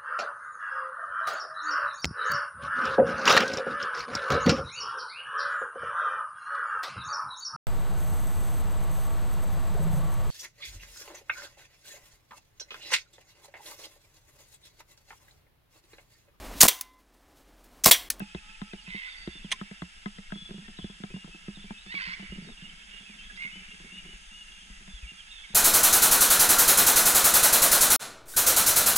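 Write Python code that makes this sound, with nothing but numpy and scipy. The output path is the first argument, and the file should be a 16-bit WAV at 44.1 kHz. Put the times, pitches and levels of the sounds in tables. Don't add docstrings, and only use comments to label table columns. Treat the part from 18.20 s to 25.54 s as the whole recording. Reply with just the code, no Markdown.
import sys
import numpy as np
from scipy import signal
from scipy.fft import rfft, irfft, next_fast_len
from scipy.io import wavfile
from scipy.ndimage import uniform_filter1d

SR = 44100
rng = np.random.default_rng(int(sys.argv[2]) if len(sys.argv) > 2 else 0)


def pcm_store(signal):
    levels = np.round(np.clip(np.atleast_2d(signal), -1, 1) * 32767)
    wavfile.write(sys.argv[1], SR, levels.astype(np.int16).T)


N = 323694
TIME = np.arange(N) / SR
OPPOSED = np.array([[1], [-1]])

# start_s, level_db
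GRIP_CURVE = [(0.0, -71), (0.26, -76.5), (0.63, -71.5), (0.82, -87), (1.06, -74), (1.29, -65), (1.61, -80),
              (1.94, -80), (2.37, -65), (2.66, -73), (2.95, -68.5), (3.68, -76), (4.23, -57.5),
              (4.62, -70.5), (5.76, -64.5), (6.09, -74), (6.64, -70.5), (7.34, -83)]


def from_db(db):
    return 10 ** (np.asarray(db) / 20)


def rms_one(x):
    return x / np.sqrt(np.mean(x ** 2) + 1e-20)


def in_time(rows, t_s=TIME):
    s, *columns = np.transpose(rows)
    return [np.interp(t_s, s, column) for column in columns]


def drift(rate_hz, size=N):
    r = np.exp(-2 * np.pi * rate_hz / SR)
    run_in = int(10 * SR / rate_hz)
    noise = rng.standard_normal(size + run_in)
    return rms_one(signal.lfilter([1], [1, -2 * r, r * r], noise))[run_in:]


def coloured(points):
    hz, db = np.transpose(points)
    size = next_fast_len(N, real=True)
    f = np.maximum(np.fft.rfftfreq(size, 1 / SR), 1)
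    gain = from_db(np.interp(np.log(f), np.log(hz), db)) * np.minimum(f / hz[0], 1)
    return rms_one(irfft(rfft(rng.standard_normal(size)) * gain, size)[:N])


def ring(clicks, hz, t60_s):
    r = from_db(-60 / (t60_s * SR))
    w = 2 * np.pi * hz / SR
    return signal.lfilter([0, np.sin(w)], [1, -2 * r * np.cos(w), r * r], clicks + 1e-18)


def resonance(hz, width_hz):
    r = np.exp(-np.pi * width_hz / SR)
    zeros = np.array([1, 0, -1]) * (1 - r * r) / 2
    return zeros, [1, -2 * r * np.cos(2 * np.pi * hz / SR), r * r]


def resonate_twice(x, hz, width_hz):
    zeros, poles = resonance(hz, width_hz)
    return signal.lfilter(zeros, poles, signal.lfilter(zeros, poles, x))


def sweep(x, hz, width_hz, size=64):
    state, out = np.zeros(2), np.zeros(len(x))
    for i in range(0, len(x), size):
        zeros, poles = resonance(hz[i], width_hz)
        out[i:i + size], state = signal.lfilter(zeros, poles, x[i:i + size], zi=state)
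    return out


def add(out, s, x):
    i = max(int(s * SR), 0)
    out[..., i:i + x.shape[-1]] += x[..., :N - i]


def place(x, pan_db, lag_ms):
    t_ms = np.arange(len(x)) / SR * 1000
    left = np.interp(t_ms - lag_ms, t_ms, x)
    return np.array([left * from_db(pan_db / 2), x * from_db(-pan_db / 2)])


def cliffs(x, wet_db, build_s, t60_s=0.79):
    t = TIME[:SR]
    shape = from_db(-60 * t / t60_s) * (1 - np.exp(-t / build_s))
    echoes = shape * (rng.standard_normal((2, SR)) + 0.23 * rng.standard_normal(SR))
    tail = signal.fftconvolve(x, rms_one(echoes) / np.sqrt(SR), axes=1)[:, :N]
    return (x + from_db(wet_db) * tail) / np.sqrt(1 + from_db(2 * wet_db))


def whistle(length_s, pitches_hz, waver, flutter_db):
    u = np.linspace(0, 1, int(max(length_s, .01) * SR))
    arch_hz = np.polyval(np.polyfit([0, .5, 1], pitches_hz, 2), u)
    hz = arch_hz * (1 + waver * drift(194.3, len(u)))
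    phase = 2 * np.pi * np.cumsum(hz) / SR
    hoarse = 1 + .15 * np.cos(phase / 4) + .25 * drift(300, len(u))
    swell = np.abs(np.sin(np.pi * u)) ** .25 * from_db(flutter_db * drift(40, len(u)))
    return rms_one(swell * hoarse * np.sin(phase))


def waterfall(level_db):
    # pitch_hz, density_db
    wash_mid = [(300, -21), (530, -25), (855, -11.5), (1150, -20.5), (1310, -4.5), (1500, -15.5),
                (1630, -5), (1780, -9), (2400, -8.5), (2700, -1.5), (3490, -4.5), (4250, -15), (6400, -13),
                (9600, -15.5), (11500, -33), (15000, -23.5)]
    wash_side = [(180, -5), (300, -10.5), (515, -18.5), (738, -9), (1130, -16), (1670, -1), (2070, -36),
                 (3220, -0.5), (3980, -29), (5010, -2.5), (6620, -28), (7180, -23), (8600, -21.5),
                 (9960, -59), (15000, -68)]
    mid = from_db(5.5) * coloured(wash_mid)
    side = from_db(4.0) * coloured(wash_side)
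    return from_db(level_db) * (mid + side * OPPOSED)


def spray():
    # pitch_hz, density_db
    hiss_colour = [(5500, -17), (6100, -6), (6600, 2), (7300, -17), (8600, -8.5), (9300, -6), (10400, -15),
                   (11500, -27), (15000, -14.5)]
    # start_s, level_db
    hiss_level = [(0, -95), (3.8, -83), (5.2, -74), (6.2, -70.5), (7.34, -72)]
    hiss = coloured(hiss_colour) + 0.49 * coloured(hiss_colour) * OPPOSED
    return from_db(in_time(hiss_level)[0] + 8.0) * hiss


def far_flock(mean_db=-50.5, swing=1.33, count=110):
    # pitch_hz, density_db
    blur_colour = [(900, -17.5), (1300, -12), (1630, -2), (1850, -3.5), (2150, 0), (2420, -5.5),
                   (2700, 3.5), (3100, -18), (3500, -2.5), (3800, -10.5), (4150, -24), (5500, -34.5)]
    # start_s, level_db (only its departure from the mean counts, times swing)
    chatter = [(0.0, -53), (0.61, -56), (0.9, -50.5), (2.02, -56), (3.64, -55), (4.0, -51), (4.25, -52.5),
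               (4.97, -51.5), (5.3, -51), (6.6, -54.5), (7.01, -53.5), (7.34, -52)]
    chatter_db, = in_time(chatter)
    level_db = mean_db + swing * (chatter_db - chatter_db.mean())

    calls = np.zeros((2, N))
    for when, length, pitch, bend, side in rng.random((count, 5)):
        hz = 2100 + 1500 * pitch
        pitches_hz = hz * np.array([1 + 0.1296 * (bend - .5), 1, .97])
        note = whistle(0.0374 + 0.0976 * length, pitches_hz, waver=.012, flutter_db=6.5)
        add(calls, when * N / SR, place(note, 8 * (side - .5), lag_ms=0.33))
    calls = rms_one(cliffs(calls, wet_db=1.5, build_s=0.012))

    shared_blur = place(coloured(blur_colour), pan_db=-8.5, lag_ms=0.32)
    separate_blur = np.array([coloured(blur_colour), coloured(blur_colour)])
    blur = rms_one(shared_blur + separate_blur) * from_db(2.08 * drift(32.03))
    return from_db(level_db) * (from_db(-5.5) * blur + from_db(-8.5) * calls)


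def far_cry():
    # start_s, pitch_hz, level_db
    cry_curve = [(0, 430, -55), (.15, 424.6, -76), (.25, 433, -62.5), (.45, 431, -68), (.6, 433, -70),
                 (.75, 411, -83)]
    # multiple, level_db
    harmonics = [(2, -1.5), (3, -1.5), (4, -16)]
    hz, db = in_time(cry_curve)
    phase = 2 * np.pi * np.cumsum(hz * (1 + .018 * drift(30))) / SR
    cry = sum(from_db(db + g + 3.5 * drift(9)) * np.sin(k * phase) for k, g in harmonics)
    cry = cry * (TIME < cry_curve[-1][0])
    return cliffs(place(cry, pan_db=-6, lag_ms=0.13), wet_db=-15, build_s=0.011)


def grip(rub_db=3.5, rumble_db=-55.5, swell_db=6.5):
    # start_s, level_db, pitch_hz
    jolt_rows = [(0.151, -41, 60), (1.078, -44, 64.5), (1.623, -45, 65), (2.625, -41, 60), (2.927, -50, 70),
                 (4.092, -39.5, 49.7), (5.936, -42, 39.3), (6.503, -41, 39.8), (6.736, -36.5, 41.6),
                 (6.828, -34, 50.5)]
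    grip_db, = in_time(GRIP_CURVE)
    friction = rng.standard_normal(N) * from_db(swell_db * drift(22.22))
    rub = resonate_twice(friction, 185, 53) + from_db(-15.0) * resonate_twice(friction, 386, 86)

    # pitch_hz, density_db
    rumble_colour = [(20, 4.0), (40, -1.0), (70, -13.0), (110, -49), (400, -64), (2000, -102)]
    rumble = coloured(rumble_colour) * from_db(2.75 * drift(6.2))

    jolts = np.zeros(N)
    t = TIME[:SR // 5]
    for s, db, hz in jolt_rows:
        age = t / 0.011
        add(jolts, s, from_db(db) * age * np.exp(1 - age) * np.sin(2 * np.pi * hz * t))
    hand = from_db(grip_db + rub_db) * rms_one(rub) + from_db(rumble_db) * rumble + jolts
    return place(hand, pan_db=2.0, lag_ms=0)


def snap():
    # start_s, level_db, decay_s
    slips = [(1.308, -41.5, 0.0086), (1.3156, -27.5, 0.0089), (1.3184, -29, 0.0041), (1.323, -15.5, 0.0014),
             (1.3256, -34, 0.0058)]
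    # pitch_hz, density_db
    crack_colour = [(300, -37), (1000, -13.5), (1500, -15), (2050, 0.5), (2600, -9), (3600, -1.5),
                    (4400, -18.5), (6300, -9.5), (7300, -30), (8600, -11.5), (10200, -20.5), (11000, -48),
                    (15000, -20)]
    force = sum(from_db(db) * (TIME >= s) * np.exp(-np.abs(TIME - s) / decay_s)
                for s, db, decay_s in slips)
    separate = np.array([coloured(crack_colour), coloured(crack_colour)])
    crack = force * (coloured(crack_colour) + 0.5 * separate)
    stop = np.zeros(N)
    add(stop, 1.329, from_db([-33]))
    return (crack + ring(stop, hz=1040, t60_s=0.057)) * from_db([[-1.5], [1.5]])


def light_touches(per_s=18, over_grip_db=15.5, spread_db=2.5, tick_db=-34, upper_db=-21):
    chance = rng.random((int(per_s * N / SR), 5))
    s = (np.arange(len(chance)) + chance[:, 0]) / per_s
    scatter_db = spread_db * np.sqrt(12) * (chance[:, 1:4].T - .5)
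    thud_db = in_time(GRIP_CURVE, s)[0] + over_grip_db + scatter_db[0]
    ticks_db = thud_db + tick_db + scatter_db[1]
    uppers_db = thud_db + upper_db + scatter_db[2]
    ring_hz = np.interp(chance[:, 4], [0, 1], [162.4, 216])
    t60_s = np.full(len(s), 0.1)
    return list(zip(s, thud_db, ticks_db, uppers_db, ring_hz, t60_s))


def taps(lead_s=0.0015, crack_s=0.003, low_cut_hz=138, grit=0.13, soft_db=-33):
    # start_s, thud_db, tick_db, upper_mode_db, ring_hz, ring_t60_s
    firm_taps = [(.002, -31.5, -56.5, -47, 200, 0.14), (.017, -28.5, -66, -31, 193, 0.08),
                 (.147, -25.5, -54, -24.5, 186, 0.043), (0.416, -25.5, -55.5, -65, 196, 0.084),
                 (.533, -31.5, -56.5, -29.5, 206, 0.048), (.676, -37, -67.5, -55.5, 188, 0.087),
                 (0.745, -31.5, -68, -37, 198, 0.077), (1.074, -25, -58, -23, 208, .036),
                 (1.152, -44, -72, -42, 200, 0.036), (1.244, -29, -67, -42, 197, 0.06),
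                 (1.412, -27, -56, -36, 200, 0.054), (1.511, -32.5, -64, -37, 192, 0.083),
                 (1.619, -27, -55.5, -29, 180, 0.097), (1.858, -24.5, -53.5, -34, 204, 0.089),
                 (1.984, -33, -60, -39, 193, 0.091), (2.121, -31, -52, -31, 202, 0.13),
                 (2.156, -34, -65, -40, 182, 0.045), (2.216, -41.5, -77, -68, 191, 0.052),
                 (2.29, -43, -73, -38, 200, .04), (2.307, -28, -67, -36, 195, 0.044),
                 (2.341, -35, -74, -38, 198, 0.18), (2.379, -36, -75, -41, 176, 0.074),
                 (2.481, -38.5, -66, -46, 210, 0.04), (2.587, -31, -57, -35, 185, .065),
                 (2.642, -23.5, -61, -30, 198, 0.046), (2.697, -35, -74, -44, 186, 0.059),
                 (2.801, -34, -78, -50, 202, 0.048), (2.836, -25.5, -55, -33, 201, 0.052),
                 (2.902, -41, -68, -41, 205, 0.23), (2.939, -26.5, -65, -40, 184, 0.081),
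                 (2.961, -34, -64.5, -45, 207, 0.083), (3.043, -34.5, -65.5, -44.5, 194, 0.077),
                 (3.075, -44, -73, -41, 180, .05), (3.145, -42, -71, -45, 200, 0.074),
                 (3.281, -27.5, -59, -29, 204, 0.072), (3.37, -37.5, -73, -45.5, 196, 0.15),
                 (3.44, -36.5, -77, -49, 178, 0.064), (3.505, -30.5, -58.5, -34.5, 212, 0.058),
                 (3.662, -39.5, -67, -45, 193, 0.097), (3.74, -37.5, -62, -42, 199, 0.068),
                 (3.871, -38.5, -83, -60, 182, 0.12), (3.994, -37, -62, -52, 189, 0.16),
                 (4.025, -40, -66, -42.5, 199, 0.14), (4.121, -31.5, -68, -34, 195, 0.09),
                 (4.182, -29.5, -71, -40.5, 190, 0.065), (4.22, -36, -80, -49, 174, 0.061),
                 (4.287, -37.5, -69, -43, 204, 0.043), (4.42, -37.5, -84, -63, 178, 0.12),
                 (4.805, -43.5, -82, -62, 192, 0.088), (4.894, -42, -75, -61, 195, 0.18),
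                 (5.245, -39.5, -81, -52, 194, .07), (5.355, -44, -70.5, -46, 190, 0.14),
                 (5.6, -43, -77, -46, 172, 0.2), (5.643, -41.5, -74, -46.5, 200, 0.075),
                 (5.722, -44.5, -80, -55, 192, 0.11), (5.756, -44.5, -78, -52, 192, 0.091),
                 (5.849, -50, -74, -43, 182, .06), (5.929, -47, -80, -47, 192, 0.081),
                 (6.498, -44.5, -70, -59, 195, 0.21), (6.606, -44.5, -76, -54, 189, .07),
                 (6.676, -43, -68, -57, 193, 0.11), (6.916, -43, -82, -64, 189, 0.064),
                 (7.3, -44, -79, -54, 191, 0.082)]
    # pitch_hz, level_db, t60_s
    tick_modes = [(427, -7, 0.091), (640, -1, 0.066), (735, 2, 0.069), (867, -3.5, 0.086), (1034, -1, 0.06),
                  (1278, 0, 0.056), (1638, 10, 0.014), (2050, 2.5, 0.04), (3450, 8, 0.01)]
    hum_hz, hum_db, hum_t60_s = 201.6, -16.5, 0.15
    upper_hz, upper_t60_s = 327, 0.033
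    slip_db, slip_s = -10.5, 0.0064

    low, shell = np.zeros((2, N))
    t = TIME[:SR // 5]
    for s, thud_db, tick_db, upper_db, hz, t60_s in firm_taps + light_touches():
        detune = np.exp(rng.normal(0, .12))
        touch_s = np.clip(0.00021 * from_db((soft_db - thud_db) * .5), .0003, .0006)
        slide_gain = from_db(min(slip_db + (soft_db - thud_db), -5))
        push = t * np.exp(-t / touch_s)
        slide = rng.standard_normal(len(t)) * t * np.exp(-t / slip_s)
        push = push / push.sum() + slide_gain * slide / np.linalg.norm(slide)

        thud = ring(push, hz, t60_s) + from_db(hum_db) * ring(push, hum_hz, hum_t60_s)
        upper = ring(push, upper_hz * detune, upper_t60_s)
        add(low, s + lead_s, from_db(thud_db) * thud + from_db(upper_db) * upper)

        crack = grit * rng.standard_normal(len(t)) * np.exp(-t / crack_s)
        tick = from_db(tick_db) * (crack + (t == 0))
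        spot_db = rng.normal(0, 2, len(tick_modes))
        damping = rng.uniform(.6, 1)
        modes = sum((-1) ** k * from_db(db + spot_db[k]) * ring(tick, f, decay_s * damping)
                    for k, (f, db, decay_s) in enumerate(tick_modes))
        add(shell, s, modes)
    low = signal.sosfilt(signal.butter(4, low_cut_hz, "high", fs=SR, output="sos"), low + 1e-18)
    flex = from_db(8.0) * shell * OPPOSED
    common = from_db(4.0) * place(shell, pan_db=5.5, lag_ms=0.073)
    return place(low, pan_db=-2.5, lag_ms=0) + flex + common


def tap_clicks(width_hz=750, decay_s=0.0026):
    # start_s, level_db, pitch_hz
    click_rows = [(0.147, -31, 3740), (.417, -40, 3700), (.534, -36, 3660), (1.075, -32.5, 3580),
                  (1.412, -29, 1540), (1.62, -38.5, 3420), (1.6202, -26, 595), (1.858, -36.5, 3470),
                  (1.986, -43, 3840), (2.104, -37, 1430), (2.123, -40, 2900), (2.838, -39, 3120),
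                  (3.507, -39, 940)]
    out = np.zeros(N)
    t = TIME[:SR // 20]
    for s, db, hz in click_rows:
        grit = rms_one(resonate_twice(rng.standard_normal(len(t)), hz, width_hz))
        add(out, s, from_db(db) * grit * np.exp(-t / decay_s) * np.minimum(t / .0004, 1))
    out = signal.sosfilt(signal.butter(6, 4200, fs=SR, output="sos"), out)
    return place(from_db(-6.5) * out, pan_db=-6.0, lag_ms=0)


def high_cries():
    # start_s, length_s, start_hz, end_hz, level_db
    squeals = [(.612, 0.028, 4750, 4600, -61), (.662, .025, 2535, 2650, -52),
               (4.215, 0.09, 5000, 4140, -64), (5.155, 0.023, 4500, 5000, -61),
               (5.155, .02, 3720, 3930, -58), (5.2, 0.047, 3850, 3850, -62), (5.205, .04, 5000, 4900, -66)]
    out = np.zeros((2, N))
    for s, length_s, start_hz, end_hz, db in squeals:
        pitches_hz = (start_hz, (start_hz + end_hz) / 2, end_hz)
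        note = whistle(length_s, pitches_hz, waver=.035, flutter_db=3)
        add(out, s, place(from_db(db) * note, pan_db=-10.0, lag_ms=0.335))
    return cliffs(out, wet_db=-15, build_s=0.027)


def whistles(sag_share=0.49, bow_share=0.202, glide_pan_db=-8):
    # start_s, length_s, middle_hz, scoop_share (of the pitch), level_db, left_right_db
    arches = [(0.869, 0.073, 3670, 0.044, -54, 5), (0.875, 0.08, 4620, .01, -63, -15),
              (0.966, .1, 4580, -0.011, -56.5, -11), (1.04, 0.2, 2836, .02, -60, 1),
              (1.113, 0.078, 3560, 0.039, -50, -3), (2.16, 0.13, 3413, 0.0012, -46.5, 2),
              (2.28, 0.094, 3410, 0.00035, -59, 0), (2.578, .14, 3410, 0.0102, -53.5, 2),
              (2.902, 0.039, 2564, 0.033, -54, 0), (2.945, 0.053, 3510, 0.013, -61, -1),
              (2.94, 0.098, 2830, 0.028, -53, 3), (3.11, 0.061, 2624, 0.0029, -51, -1),
              (3.372, 0.081, 3470, .03, -56, -1), (3.54, .066, 2617, 0.006, -54, 3),
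              (4.103, 0.072, 2870, 0.0031, -50.5, -9), (4.25, 0.058, 3750, 0.056, -61, -8),
              (4.426, 0.048, 2860, 0.012, -49, -8), (4.71, 0.088, 2860, 0.012, -53, -14),
              (4.971, 0.08, 3100, 0.016, -54.5, 7), (5.315, 0.098, 3010, 0.061, -49, 5),
              (5.511, 0.022, 2766, 0.025, -48, 5), (5.718, 0.093, 2900, .06, -47, 4),
              (5.854, 0.085, 2940, 0.026, -52, -1), (6.102, 0.14, 2884, 0.06, -49, 0.5),
              (6.26, .15, 2830, .015, -56.5, -2), (5.62, .12, 2190, 0.017, -56, -2),
              (6.483, .15, 1950, -0.0052, -59.5, -7), (6.697, 0.047, 3490, 0.028, -54, -2),
              (6.868, 0.048, 2800, 0.014, -45.5, -3), (7.104, 0.046, 3690, 0.027, -50.5, -6)]
    # start_s, length_s, start_hz, end_hz, level_db
    falls = [(0, 0.041, 2665, 2470, -50.5), (0.17, 0.023, 2620, 2530, -50), (.29, 0.03, 2630, 2410, -54.5),
             (0.336, 0.023, 2640, 2450, -51.5), (1.227, .05, 3480, 2600, -54.5),
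             (1.387, 0.028, 3100, 2900, -56), (2.44, .035, 1830, 1810, -55),
             (5.285, 0.029, 2680, 2450, -51.5), (0.509, .028, 2620, 2400, -52.5),
             (.573, 0.042, 2975, 2720, -53.5), (0.921, 0.026, 3570, 3410, -50),
             (2.567, .03, 3960, 3570, -53.5), (2.608, 0.028, 3350, 2890, -52.5),
             (3.349, 0.024, 3760, 3410, -52), (4.37, .02, 2900, 2650, -53.5),
             (4.298, 0.05, 3780, 3150, -57), (4.49, 0.016, 3200, 2850, -51),
             (4.988, 0.036, 2790, 2535, -50.5), (5.097, 0.018, 1690, 1600, -45.5),
             (6.75, 0.044, 3500, 3160, -51.5), (6.815, 0.049, 2620, 2150, -53.5),
             (.87, 0.029, 2600, 1960, -51), (.872, .028, 1520, 1420, -51), (4.85, 0.096, 2650, 2090, -54.5),
             (5.775, 0.022, 2780, 2680, -53), (6.978, 0.052, 3400, 2680, -51),
             (7.092, 0.052, 2820, 2650, -53), (7.155, 0.06, 3630, 3200, -51), (7.209, .05, 3526, 3140, -53),
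             (7.237, .034, 2295, 1890, -49.5)]
    rises = [(2.13, 0.037, 3290, 3390, -54), (3.465, 0.061, 2290, 2360, -56),
             (3.573, 0.026, 3410, 3730, -53.5), (3.606, .04, 3740, 3900, -59)]
    notes = []
    for s, length_s, hz, scoop, db, pan_db in arches:
        pitches_hz = (hz * (1 - scoop), hz, hz * (1 - sag_share * scoop))
        notes.append((s, length_s, pitches_hz, db, pan_db))
    for s, length_s, start_hz, end_hz, db in falls + rises:
        middle_hz = (start_hz + end_hz) / 2 + bow_share * abs(start_hz - end_hz)
        notes.append((s, length_s, (start_hz, middle_hz, end_hz), db, glide_pan_db))

    out = np.zeros((2, N))
    for s, length_s, pitches_hz, db, pan_db in notes:
        note = from_db(db) * whistle(length_s, pitches_hz, waver=0.0039, flutter_db=2.0)
        add(out, s, place(note, pan_db, lag_ms=0.32))
    return cliffs(out, wet_db=-8.5, build_s=0.06)


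def squawks(beak_width_hz=520, rattle_hz=80, rattle_db=3.4):
    # start_s, pitch_hz, level_db, roughness, beak_hz, throat_factor
    calls = [
        [(.665, 490.5, -55, 0.55, 2560, 0.99), (.703, 502.5, -46, .55, 2950, 1.06),
         (.755, 533.4, -41.5, 0.56, 2980, 1), (.785, 536, -43.5, .7, 2950, 1.035),
         (.825, 505, -46, 0.72, 2750, 1), (.86, 512.6, -43, 0.83, 2500, 0.99),
         (.895, 495, -48, 0.59, 2250, 1.06), (.91, 515, -51, .6, 2200, 1.02), (1.05, 498, -60, .6, 2200, 0.98)],
        [(3.66, 858, -57, 0.17, 3450, 1.04), (3.705, 904, -44, 0.21, 3600, 1),
         (3.732, 1040, -40, 1.03, 3900, 1), (3.747, 1110, -44, 0.66, 3930, 1),
         (3.754, 1130, -32.5, .12, 3500, 1.13), (3.763, 1129, -41, 0.56, 4000, 1.11),
         (3.772, 1135, -32, .1, 3500, 1.1), (3.785, 1132, -40, 0.86, 3900, 1.01),
         (3.805, 1040, -38.5, 1.12, 4500, 0.89), (3.83, 1003, -40.5, 1.04, 4600, 1.03),
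         (3.885, 1008, -42, 1, 4630, 0.91), (3.933, 1066, -41, 0.75, 4840, 0.97),
         (3.943, 1140, -37, .15, 5500, 1.09), (3.957, 1130, -57, .3, 6100, 1.14)],
        [(5.172, 675, -46, .3, 3900, 1), (5.19, 699, -43.5, 0.28, 3900, 1), (5.24, 732, -39.5, 0.6, 3400, 1.08),
         (5.275, 714, -41.5, 0.48, 3200, 0.98), (5.31, 715, -66, .9, 3200, 1)],
    ]
    # pitch_hz, width_hz, level_db
    throats = [
        [(1000, 230, -16.5), (1520, 240, -13), (2047, 270, 6.5), (2650, 280, -4), (2950, 330, -6),
         (3480, 430, -5.5), (4070, 320, -13), (4600, 260, -6)],
        [(1056, 130, -12), (1600, 150, 1), (2025, 420, 6), (2560, 360, -0.5), (2900, 200, -2),
         (3430, 350, -7.5), (3960, 330, -11), (4650, 200, -7.5)],
        [(1040, 230, -9), (1600, 260, -7), (2137, 210, 11.5), (2680, 230, -3), (3200, 390, -16),
         (3840, 270, -19)],
    ]
    beak_levels = [-9, -6.5, -17]

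    out = np.zeros(N)
    for call, throat, beak_db in zip(calls, throats, beak_levels):
        t = np.arange(call[0][0], call[-1][0], 1 / SR)
        size = len(t)
        hz, db, rough, beak_hz, stretch = in_time(call, t)
        wander = .025 * drift(60, size) + .03 * drift(280, size)
        phase = 2 * np.pi * np.cumsum(hz * (1 + rough * wander)) / SR
        buzz = rms_one(sum(np.cos(k * phase + k * k) * from_db(3.5 * rough * drift(70, size))
                           for k in range(1, 10)))
        buzz = buzz * (1 + 1.2 * rough * np.cos(phase / 2 + drift(60, size)))
        buzz = buzz + .9 * rough * (1 + np.cos(phase)) * rng.standard_normal(size)

        moving = stretch * (1 + .02 * rough * drift(50, size))
        resonances = [(f * moving, width_hz, g) for f, width_hz, g in throat]
        resonances.append((beak_hz, beak_width_hz, beak_db))
        voice = sum(from_db(g) * sweep(sweep(buzz, f, width_hz), f, width_hz)
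                    for f, width_hz, g in resonances)
        top_hz = np.max(beak_hz) * .5 + 2400
        voice = signal.sosfilt(signal.butter(4, top_hz, fs=SR, output="sos"), voice)
        voice /= np.sqrt(uniform_filter1d(voice ** 2, size=400) + 1e-12)

        beat = 2 * np.pi * np.cumsum(rattle_hz * (1 + .3 * drift(50, size))) / SR
        rattle = from_db(rattle_db * np.minimum(2 * rough, 1) * (np.cos(beat) + 0.5))
        add(out, t[0], voice * rattle * from_db(db))

    heard = out.copy()
    echo = signal.lfilter(*resonance(1870, 600), out)
    add(heard, .28, from_db(-18) * echo)
    return cliffs(from_db(1.5) * place(heard, pan_db=-5.0, lag_ms=0.3), wet_db=-10, build_s=.02)


def scene():
    background = waterfall(level_db=-62) + spray() + far_flock() + far_cry()
    hand = grip() + snap() + taps() + tap_clicks()
    birds = high_cries() + whistles() + squawks()
    return background + hand + birds


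def record(dry):
    rounded = .38 * np.tanh(dry / .38)
    dull = signal.sosfilt(signal.butter(6, 11800, fs=SR, output="sos"), rounded)
    return signal.sosfilt(signal.ellip(10, .2, 80, 15000, fs=SR, output="sos"), dull)


dry = scene()
out = record(dry)
pcm_store(out)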